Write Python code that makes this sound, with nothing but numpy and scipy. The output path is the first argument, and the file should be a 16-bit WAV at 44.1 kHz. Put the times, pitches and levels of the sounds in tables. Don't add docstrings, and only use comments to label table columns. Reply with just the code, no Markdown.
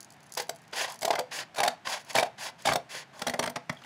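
import sys
import numpy as np
from scipy import signal
from scipy.fft import rfft, irfft
from scipy.io import wavfile

SR = 44100
rng = np.random.default_rng(int(sys.argv[2]) if len(sys.argv) > 2 else 0)


def materialize(psi):
    bounded = np.clip(np.atleast_2d(psi).T, -1, 1)
    quanta = np.round(bounded * 32767).astype(np.int16)
    wavfile.write(sys.argv[1], SR, quanta)


def magnitude_from_level(level_db):
    exponent = np.asarray(level_db, float) / 20
    return 10 ** exponent


N = 169785


def at_hz(points, hz):
    p = np.array(points)
    return np.interp(np.log(hz + 1), np.log(p[:, 0]), p[:, 1])


def rms_one(x):
    return x / np.sqrt(np.mean(x ** 2) + 1e-20)


def causal(db):
    c = irfft(db * np.log(10) / 20)
    half = len(c) // 2
    folded = np.r_[c[0], 2 * c[1:half], c[half], np.zeros(half - 1)]
    return np.exp(rfft(folded))


def modes(table, hz, scatter_db):
    response = 0
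    for (f, db, t60), extra_db in zip(table, scatter_db):
        width_hz = np.log(1000) / t60 / np.pi
        response = response + magnitude_from_level(db + extra_db) * 1j * hz / (width_hz * 1j * hz + f ** 2 - hz ** 2)
    return response / np.sqrt(np.mean(np.abs(response) ** 2))


def grains(size, per_s, spread_db):
    force = magnitude_from_level(spread_db * np.minimum(rng.exponential(1, size), 5)) * rng.choice([-1, 1], size)
    return rms_one(force * (rng.random(size) < per_s / SR))


def gate(t, length, attack, release):
    return np.clip(t / attack, 0, 1) ** 2 * np.exp(-np.maximum(t - length, 0) / release)


def wander(size, knots):
    return np.interp(np.linspace(0, knots - 1, size), np.arange(knots), rng.standard_normal(knots))


def add(out, s, x):
    i = int(max(s, 0) * SR)
    out[i:i + len(x)] += x


# (pitch [Hz], width [Hz], level [dB])
RUBBED_PEAKS = [(950, 200, 4), (1280, 200, -4), (1580, 220, 6), (3300, 400, 3), (4600, 450, 7),
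                (6500, 1400, 5), (8600, 900, -5), (10400, 1100, 7), (13500, 4000, -9)]


def resonances(hz, peaks=RUBBED_PEAKS):
    return sum(db / (1 + (2 * (hz - f) / width) ** 2) for f, width, db in peaks)


# (time [s], peak level [dB], length [s], board ring level [dB], brightness [dB per octave])
NIBBLE = [
    (0.373, -16.5, 0.0098, -29.5, -0.5),
    (0.3985, -17.5, 0.0068, -31, -4.5),
    (0.417, -27, 0.015, -44, 3),
    (0.4931, -19, 0.0041, -30.5, -1.5),
    (0.731, -22, 0.008, -38.5, -13.5),
    (1.87, -15, 0.0082, -39.5, -14),
]
SNIP_A = [(1.0186, -21, 0.0089, -40, -3.5), (1.0291, -20, 0.0047, -31.5, -4.5),
          (1.049, -12, 0.013, -24, -4), (1.061, -34, 0.0074, -39, -11),
          (1.0784, -21.5, 0.0067, -22.5, -5.5), (1.1054, -12, 0.0091, -16.5, -8.5),
          (1.128, -24, 0.0069, -36, -8), (1.135, -18.5, 0.0068, -27, -12), (1.1535, -16.5, 0.008, -29, -9),
          (1.182, -18, 0.0095, -33, -18), (1.1902, -15, 0.0081, -22.5, -4), (1.206, -31, 0.0065, -39.5, -8)]
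SNIP_B = [(1.5454, -31.5, 0.0066, -49.5, -6), (1.5588, -30, 0.0066, -46.5, -6),
          (1.5812, -16, 0.013, -34, -8.5), (1.588, -15.5, 0.01, -27, -11),
          (1.6021, -11.5, 0.0048, -22.5, -7.5), (1.614, -17, 0.0087, -25.5, -17.5),
          (1.6323, -8.5, 0.0099, -22.5, -6.5), (1.6474, -16, 0.00724, -24.5, -10),
          (1.6606, -20, 0.0082, -25, -8), (1.6771, -8.5, 0.0079, -21, -7)]
SNIP_C = [(2.152, -10.5, 0.0068, -20, -6), (2.1604, -10, 0.011, -28, -11), (2.1744, -14.5, 0.0062, -30, -4),
          (2.1834, -8.5, 0.0059, -19, -8.5), (2.1934, -11.5, 0.011, -28.5, -8.5),
          (2.2054, -18.5, 0.0068, -27.5, -6.5), (2.2275, -13, 0.0078, -19.5, -8),
          (2.262, -33, 0.0077, -32.5, -15)]
SNIP_D = [(2.6545, -12.5, 0.011, -27.5, -7), (2.6725, -13, 0.012, -21.5, -8.5),
          (2.6864, -6.5, 0.0094, -24.5, -20), (2.6994, -17, 0.01, -25, -32),
          (2.7136, -14, 0.01, -39, -16.5), (2.721, -13.5, 0.0067, -26.5, -9.5),
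          (2.7328, -15.5, 0.0055, -28.5, -5.5), (2.7566, -14, 0.0066, -20.5, -5.5)]
SNIP_E = [(3.1921, -31, 0.0065, -49, -3), (3.2177, -16.5, 0.0071, -33, -6),
          (3.2676, -12.5, 0.0093, -26.5, -4.5), (3.279, -18.5, 0.0083, -27, -5.5),
          (3.2957, -17.5, 0.0072, -34, -4), (3.3371, -16, 0.0081, -31.5, -8),
          (3.342, -25, 0.0056, -29, -16), (3.358, -41, .006, -48, -12), (3.3921, -11.5, 0.0084, -23, -6),
          (3.4256, -18, 0.0089, -35, -6), (3.4366, -16.5, 0.0099, -29, -7.5),
          (3.4585, -18, 0.0081, -37, -7), (3.475, -17, 0.0053, -32, -9.5), (3.4962, -25, 0.0092, -39, 0.5),
          (3.558, -18, 0.0062, -38.5, -8.5), (3.565, -22.5, 0.0054, -32, -10)]
LAST_BITE = [
    (3.695, -13, 0.0052, -34.5, -10),
    (3.725, -36, 0.0062, -43, -3.5),
    (3.8173, -37, 0.0077, -57.5, -10),
    (3.845, -36, 0.0056, -53, -5.5),
]
# (table thump against crush [dB], lean of board modes [dB per octave],
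# loudest board pitch [Hz], where the blades grip)
GRIPS = [
    (-22.5, -1.5, 594, "open"),
    (-16.5, -2.5, 713, "open"),
    (-18, 5.5, 640, "mid"),
    (-13, 2.5, 730, "mid"),
    (-9, -2, 673, "mid"),
    (-7.5, 1, 640, "tips"),
    (-3, 6.5, 400, "tips"),
]
BLADE_PEAKS = {"open": [(1300, 410, -6.5), (1630, 190, 4), (2090, 110, 6), (3290, 270, 3.5),
               (4890, 290, 7.5), (5900, 430, 4.5), (7700, 290, 5.5)], "mid": [(1256, 450, -4),
               (1670, 170, 4.5), (2370, 350, 5.5), (3650, 240, 7.5), (4500, 200, 6), (5640, 360, 4.5),
               (7550, 330, 7), (9940, 910, 8)], "tips": [(1934, 660, 9), (3300, 400, 5), (4300, 200, 6.5),
               (5800, 400, 6), (6600, 270, 0), (7500, 300, 1.5), (8740, 320, 9.5), (10500, 300, 6)]}
# (pitch [Hz], level per Hz [dB])
CRUSH_COLOUR = [(650, -33), (1100, 1.5), (2950, -6.5), (3680, -5.5), (4020, -6.5), (4900, -7),
                (15500, -20.5)]
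# (pitch [Hz], level [dB], ring time to -60 dB [s])
BOARD_MODES = [(378, -25, 0.028), (427.3, -10.5, 0.087), (479, -9.5, 0.15), (552, -13, 0.087),
               (615, -2.5, 0.048), (666.2, 2.5, 0.054), (719, -3.5, 0.055), (811.5, 5, 0.046),
               (903, -2.5, 0.065), (980, -40, 0.022)]
# (pitch [Hz], level [dB], ring time to -60 dB [s])
TABLE_MODES = [(104, -8, 0.068), (153, 3.5, 0.062), (200, 2, 0.061), (240.7, -5, 0.17)]
CRUSH_LEAD_S, CRUSH_RELEASE_S, CRUSH_DB = 0.0003, 0.0031, -4.5
CRUSH_RISE, STRIKE_AT = 0.6, 0.31
TILT_DB, BLADE_SHARE = 6.5, 0.12
RING_DB, RING_SCATTER_DB, RING_BUILD_S = 5, 5, 0.0029
RING_STRIKE_S, STRIKE_ROUGH = 0.0062, 0.6
FAVOUR_DB, FAVOUR_WIDTH_HZ = 7, 126
DETUNE, BLADE_SCATTER = 0.028, 0.38
THUMP_LAG_S, THUMP_TOP_HZ = 0.0041, 265
BOARD_LOW_HZ, BOARD_TOP_HZ = 353, 1170
PATCH_DB = 0.5


def crushes():
    out, size = np.zeros(N + SR), 8192
    t, hz = np.arange(size) / SR, np.fft.rfftfreq(size, 1 / SR)
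    soft = causal(-10 * np.log10(1 + (hz / THUMP_TOP_HZ) ** 6))
    soft = soft * np.exp(-2j * np.pi * hz * THUMP_LAG_S)
    board_top = 1 + (hz / BOARD_TOP_HZ) ** 6
    board_bottom = 1 + (BOARD_LOW_HZ / (hz + 10)) ** 6
    board_range = causal(-10 * np.log10(board_top * board_bottom))
    board_hz = np.array(BOARD_MODES)[:, 0]
    shared_db = at_hz(CRUSH_COLOUR, hz) + BLADE_SHARE * resonances(hz)
    snips = [NIBBLE, SNIP_A, SNIP_B, SNIP_C, SNIP_D, SNIP_E, LAST_BITE]
    for snip, (thump_db, lean_db, loud_hz, grip) in zip(snips, GRIPS):
        lean = lean_db * np.log2(board_hz / 700)
        lean = lean + resonances(board_hz, [(loud_hz, FAVOUR_WIDTH_HZ, FAVOUR_DB)])
        for s, db, length, ring_db, tilt_db in snip:
            rise = CRUSH_RISE * length
            push = gate(t, rise, length, CRUSH_RELEASE_S)
            burst = grains(size, per_s=16000, spread_db=2.5) * push

            strike_s = rise * STRIKE_AT
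            blow = np.sqrt(np.sum(push ** 2)) * np.exp(-2j * np.pi * hz * strike_s)

            peaks = []
            for f, width, peak_db in BLADE_PEAKS[grip]:
                moved_hz = f * (1 + DETUNE * rng.standard_normal())
                peaks.append((moved_hz, width, peak_db * (1 + BLADE_SCATTER * rng.standard_normal())))
            tear_db = shared_db + resonances(hz, peaks) + PATCH_DB * wander(len(hz), knots=30)
            tear = causal(tear_db + (TILT_DB + tilt_db) * np.log2((hz + 500) / 3500))
            tear = tear / np.sqrt(np.mean(np.abs(tear) ** 2))

            table_scatter = RING_SCATTER_DB * rng.standard_normal(len(TABLE_MODES))
            thump = soft * magnitude_from_level(thump_db) * modes(TABLE_MODES, hz, table_scatter)

            detuned_hz = hz * (1 + DETUNE * rng.standard_normal())
            board_scatter = lean + RING_SCATTER_DB * rng.standard_normal(len(BOARD_MODES))
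            board = modes(BOARD_MODES, detuned_hz, board_scatter)
            strike = blow + STRIKE_ROUGH * rfft(burst * np.exp(-t / RING_STRIKE_S))
            ring = irfft(strike * board * board_range)
            ring = ring * (1 - np.exp(-np.maximum(t - strike_s, 0) / RING_BUILD_S))
            ring = ring / np.abs(ring).max()

            body = irfft(rfft(burst) * tear - blow * thump)
            crush = magnitude_from_level(db + CRUSH_DB) * body + magnitude_from_level(RING_DB + ring_db) * ring
            add(out, s - CRUSH_LEAD_S - rise / 2, crush)
    return out[:N]


# (start time [s], length [s], level [dB], swell from start to end [dB], board drone level [dB])
SLIDES = [(0.363, 0.097, -42.5, -26, -1), (0.719, 0.15, -32, 7.5, -3), (0.869, 0.12, -46, -26.5, 6),
          (1.003, 0.24, -51.5, -9, 10), (1.304, 0.13, -35, 4, -8), (1.555, 0.027, -40.5, 9, 10),
          (1.62, .13, -50.5, -4, 11), (1.843, 0.14, -34.5, 4, 3), (1.98, 0.053, -50.5, -6, -19),
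          (2.026, 0.12, -52, 17, 3), (2.089, 0.027, -41, 4, 2), (2.138, 0.097, -35.5, -23, -1),
          (2.235, .05, -50, -1, -11), (2.371, 0.13, -37, 8, -1), (2.575, 0.086, -53.5, -5, -8),
          (2.643, 0.078, -31, -2, -1), (2.885, 0.15, -40, -6, -15), (3.123, 0.17, -51.5, 2, 8.5),
          (3.26, 0.21, -60, -13, 4), (3.71, 1, -58, -3, -3)]
# (pitch [Hz], level per Hz [dB])
SCRAPE_COLOUR = [(71, -37), (120, -25), (312, -13), (812, -4), (1270, -9.5), (1530, -3.5), (1950, -1.5),
                 (4480, -7.5), (15500, -17.5)]
SLIDE_ATTACK_S, SLIDE_RELEASE_S, SLIDE_ARCH_DB = 0.011, 0.0038, 8.5
SLIDE_WOBBLE_DB, SLIDE_DRIFT_DB = 3, 1
DRONE_HZ, EDGE_DULL_HZ = [602, 1220], 5000


def slides():
    t, hz = np.arange(N) / SR, np.fft.rfftfreq(N + 1, 1 / SR)
    colour_db = at_hz(SCRAPE_COLOUR, hz) + resonances(hz) + 2 * wander(len(hz), knots=150)
    snaps = grains(N + 1, per_s=14000, spread_db=1.5)
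    rub = rms_one(irfft(rfft(snaps) * causal(colour_db))[:N])
    dull = signal.sosfiltfilt(signal.butter(1, EDGE_DULL_HZ, fs=SR, output="sos"), rub)
    mid = signal.sosfiltfilt(signal.butter(1, 2 * EDGE_DULL_HZ, fs=SR, output="sos"), rub)
    drone = signal.sosfilt(signal.butter(2, DRONE_HZ, "band", fs=SR, output="sos"), rub)

    power = speed = drone_power = 0
    for s, length, db, swell_db, drone_db in SLIDES:
        u = np.clip((t - s) / length, 0, 1)
        shape_db = db + swell_db * (u - 0.5) - SLIDE_ARCH_DB * (2 * u - 1) ** 2
        stroke = (magnitude_from_level(shape_db) * gate(t - s, length, SLIDE_ATTACK_S, SLIDE_RELEASE_S)) ** 2
        power = power + stroke
        drone_power = drone_power + stroke * magnitude_from_level(2 * drone_db)
        speed = speed + np.sin(np.pi * u) ** 0.5

    wobble = []
    for _ in range(4):
        quick_db = SLIDE_WOBBLE_DB * wander(N, knots=400)
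        wobble.append(magnitude_from_level(quick_db + SLIDE_DRIFT_DB * wander(N, knots=90)))
    treble = (mid - dull) * wobble[1] + (rub - mid) * wobble[2]
    treble = treble * np.clip(speed, 0.3, 1)
    scrape = np.sqrt(power) * (dull * wobble[0] + treble)
    return scrape + np.sqrt(drone_power) * drone * wobble[3]


# (time [s], peak level [dB])
TICKS = [(0.0054, -31.5), (0.0135, -42), (0.0292, -37), (0.0463, -39.5), (0.1042, -38.5), (0.1231, -42),
         (0.2049, -49), (0.3219, -29), (0.3382, -30), (0.3507, -29), (0.5487, -48), (0.5603, -39),
         (0.8997, -33), (0.9215, -28), (.943, -33.5), (.958, -37), (0.9906, -36), (1.0108, -30),
         (2.0482, -43), (2.132, -33.5), (2.593, -50), (2.622, -37), (3.6596, -63), (3.748, -49)]
TICK_S, TICK_DB, TICK_DULL_DB, TICK_LOW_HZ = 0.0023, -1.5, -3.5, 5050
CRACKLE_PER_S, CRACKLE_DB, CRACKLE_UNTIL_S = 60, -58.5, 0.72


def ticks():
    out, size = np.zeros(N + SR), 2048
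    t, hz = np.arange(size) / SR, np.fft.rfftfreq(size, 1 / SR)
    draws = rng.random((int(CRACKLE_PER_S * CRACKLE_UNTIL_S), 2))
    crackle = [(u * CRACKLE_UNTIL_S, CRACKLE_DB + 12 * v) for u, v in draws]
    for s, db in list(TICKS) + crackle:
        snap = rfft(rng.standard_normal(size) * np.exp(-t / TICK_S))
        colour_db = resonances(hz) + TICK_DULL_DB * np.log2(hz / 8000 + 0.18)
        colour_db = colour_db + PATCH_DB * wander(len(hz), knots=12)
        add(out, s, magnitude_from_level(db + TICK_DB) * irfft(snap * causal(colour_db)))
    return signal.sosfilt(signal.butter(4, TICK_LOW_HZ, "high", fs=SR, output="sos"), out[:N])


# (time [s], peak level [dB], pitch [Hz])
SQUEAKS = [
    (3.766, -47, 3240),
    (3.784, -52, 3180),
    (3.834, -40, 3130),
]
SQUEAK_T60_S, SQUEAK_DB, SQUEAK_RUB_S = 0.014, -2, 0.0046


def squeaks():
    out, size = np.zeros(N + SR), 2048
    t, hz = np.arange(size) / SR, np.fft.rfftfreq(size, 1 / SR)
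    for s, db, pitch_hz in SQUEAKS:
        push = gate(t, SQUEAK_RUB_S, SQUEAK_RUB_S, SQUEAK_RUB_S)
        rub = rfft(rng.standard_normal(size) * push)
        pivot = modes([(pitch_hz, 0, SQUEAK_T60_S)], hz, [0])
        add(out, s, magnitude_from_level(db + SQUEAK_DB) * irfft(rub * pivot))
    return out[:N]


ROOM_DB, ROOM_GAP_S, ROOM_SPLIT_HZ = -14.5, 0.0059, 2600
ROOM_T60_S, ROOM_HIGH_T60_S = 0.24, 0.094


def room(x):
    t = np.arange(SR // 2) / SR
    noise = rng.standard_normal(len(t))
    low = signal.sosfilt(signal.butter(1, ROOM_SPLIT_HZ, fs=SR, output="sos"), noise)
    tail = low * magnitude_from_level(-60 * t / ROOM_T60_S) + (noise - low) * magnitude_from_level(-60 * t / ROOM_HIGH_T60_S)
    tail = tail * np.clip(t / ROOM_GAP_S, 0, 1)
    return magnitude_from_level(ROOM_DB) * signal.fftconvolve(x, tail / np.sqrt(np.sum(tail ** 2)))[:N]


# (pitch [Hz], level per Hz [dB])
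HUM_COLOUR = [(24, -54), (40, -23.5), (143, 3), (509, -12), (686, -2), (1280, -11), (1640, -8), (6010, -25),
              (15500, -44)]
HUM_DB = -56.5


def hum():
    hz = np.fft.rfftfreq(N + 1, 1 / SR)
    noise = rfft(rng.standard_normal(N + 1))
    return magnitude_from_level(HUM_DB) * rms_one(irfft(noise * magnitude_from_level(at_hz(HUM_COLOUR, hz)))[:N])


def scene():
    near = crushes() + slides() + ticks() + squeaks()
    return (near + room(near) + hum())[None]


def low_pass(x):
    return signal.sosfilt(signal.butter(12, 16980, fs=SR, output="sos"), x)


MIC_LOW_HZ, MIC_TOP_HZ = 83, 16000


def record(dry):
    x = signal.sosfilt(signal.butter(2, MIC_LOW_HZ, "high", fs=SR, output="sos"), dry)
    x = signal.sosfilt(signal.cheby2(10, 30, MIC_TOP_HZ, fs=SR, output="sos"), x)
    return low_pass(x)


dry = scene()
out = record(dry)
materialize(out)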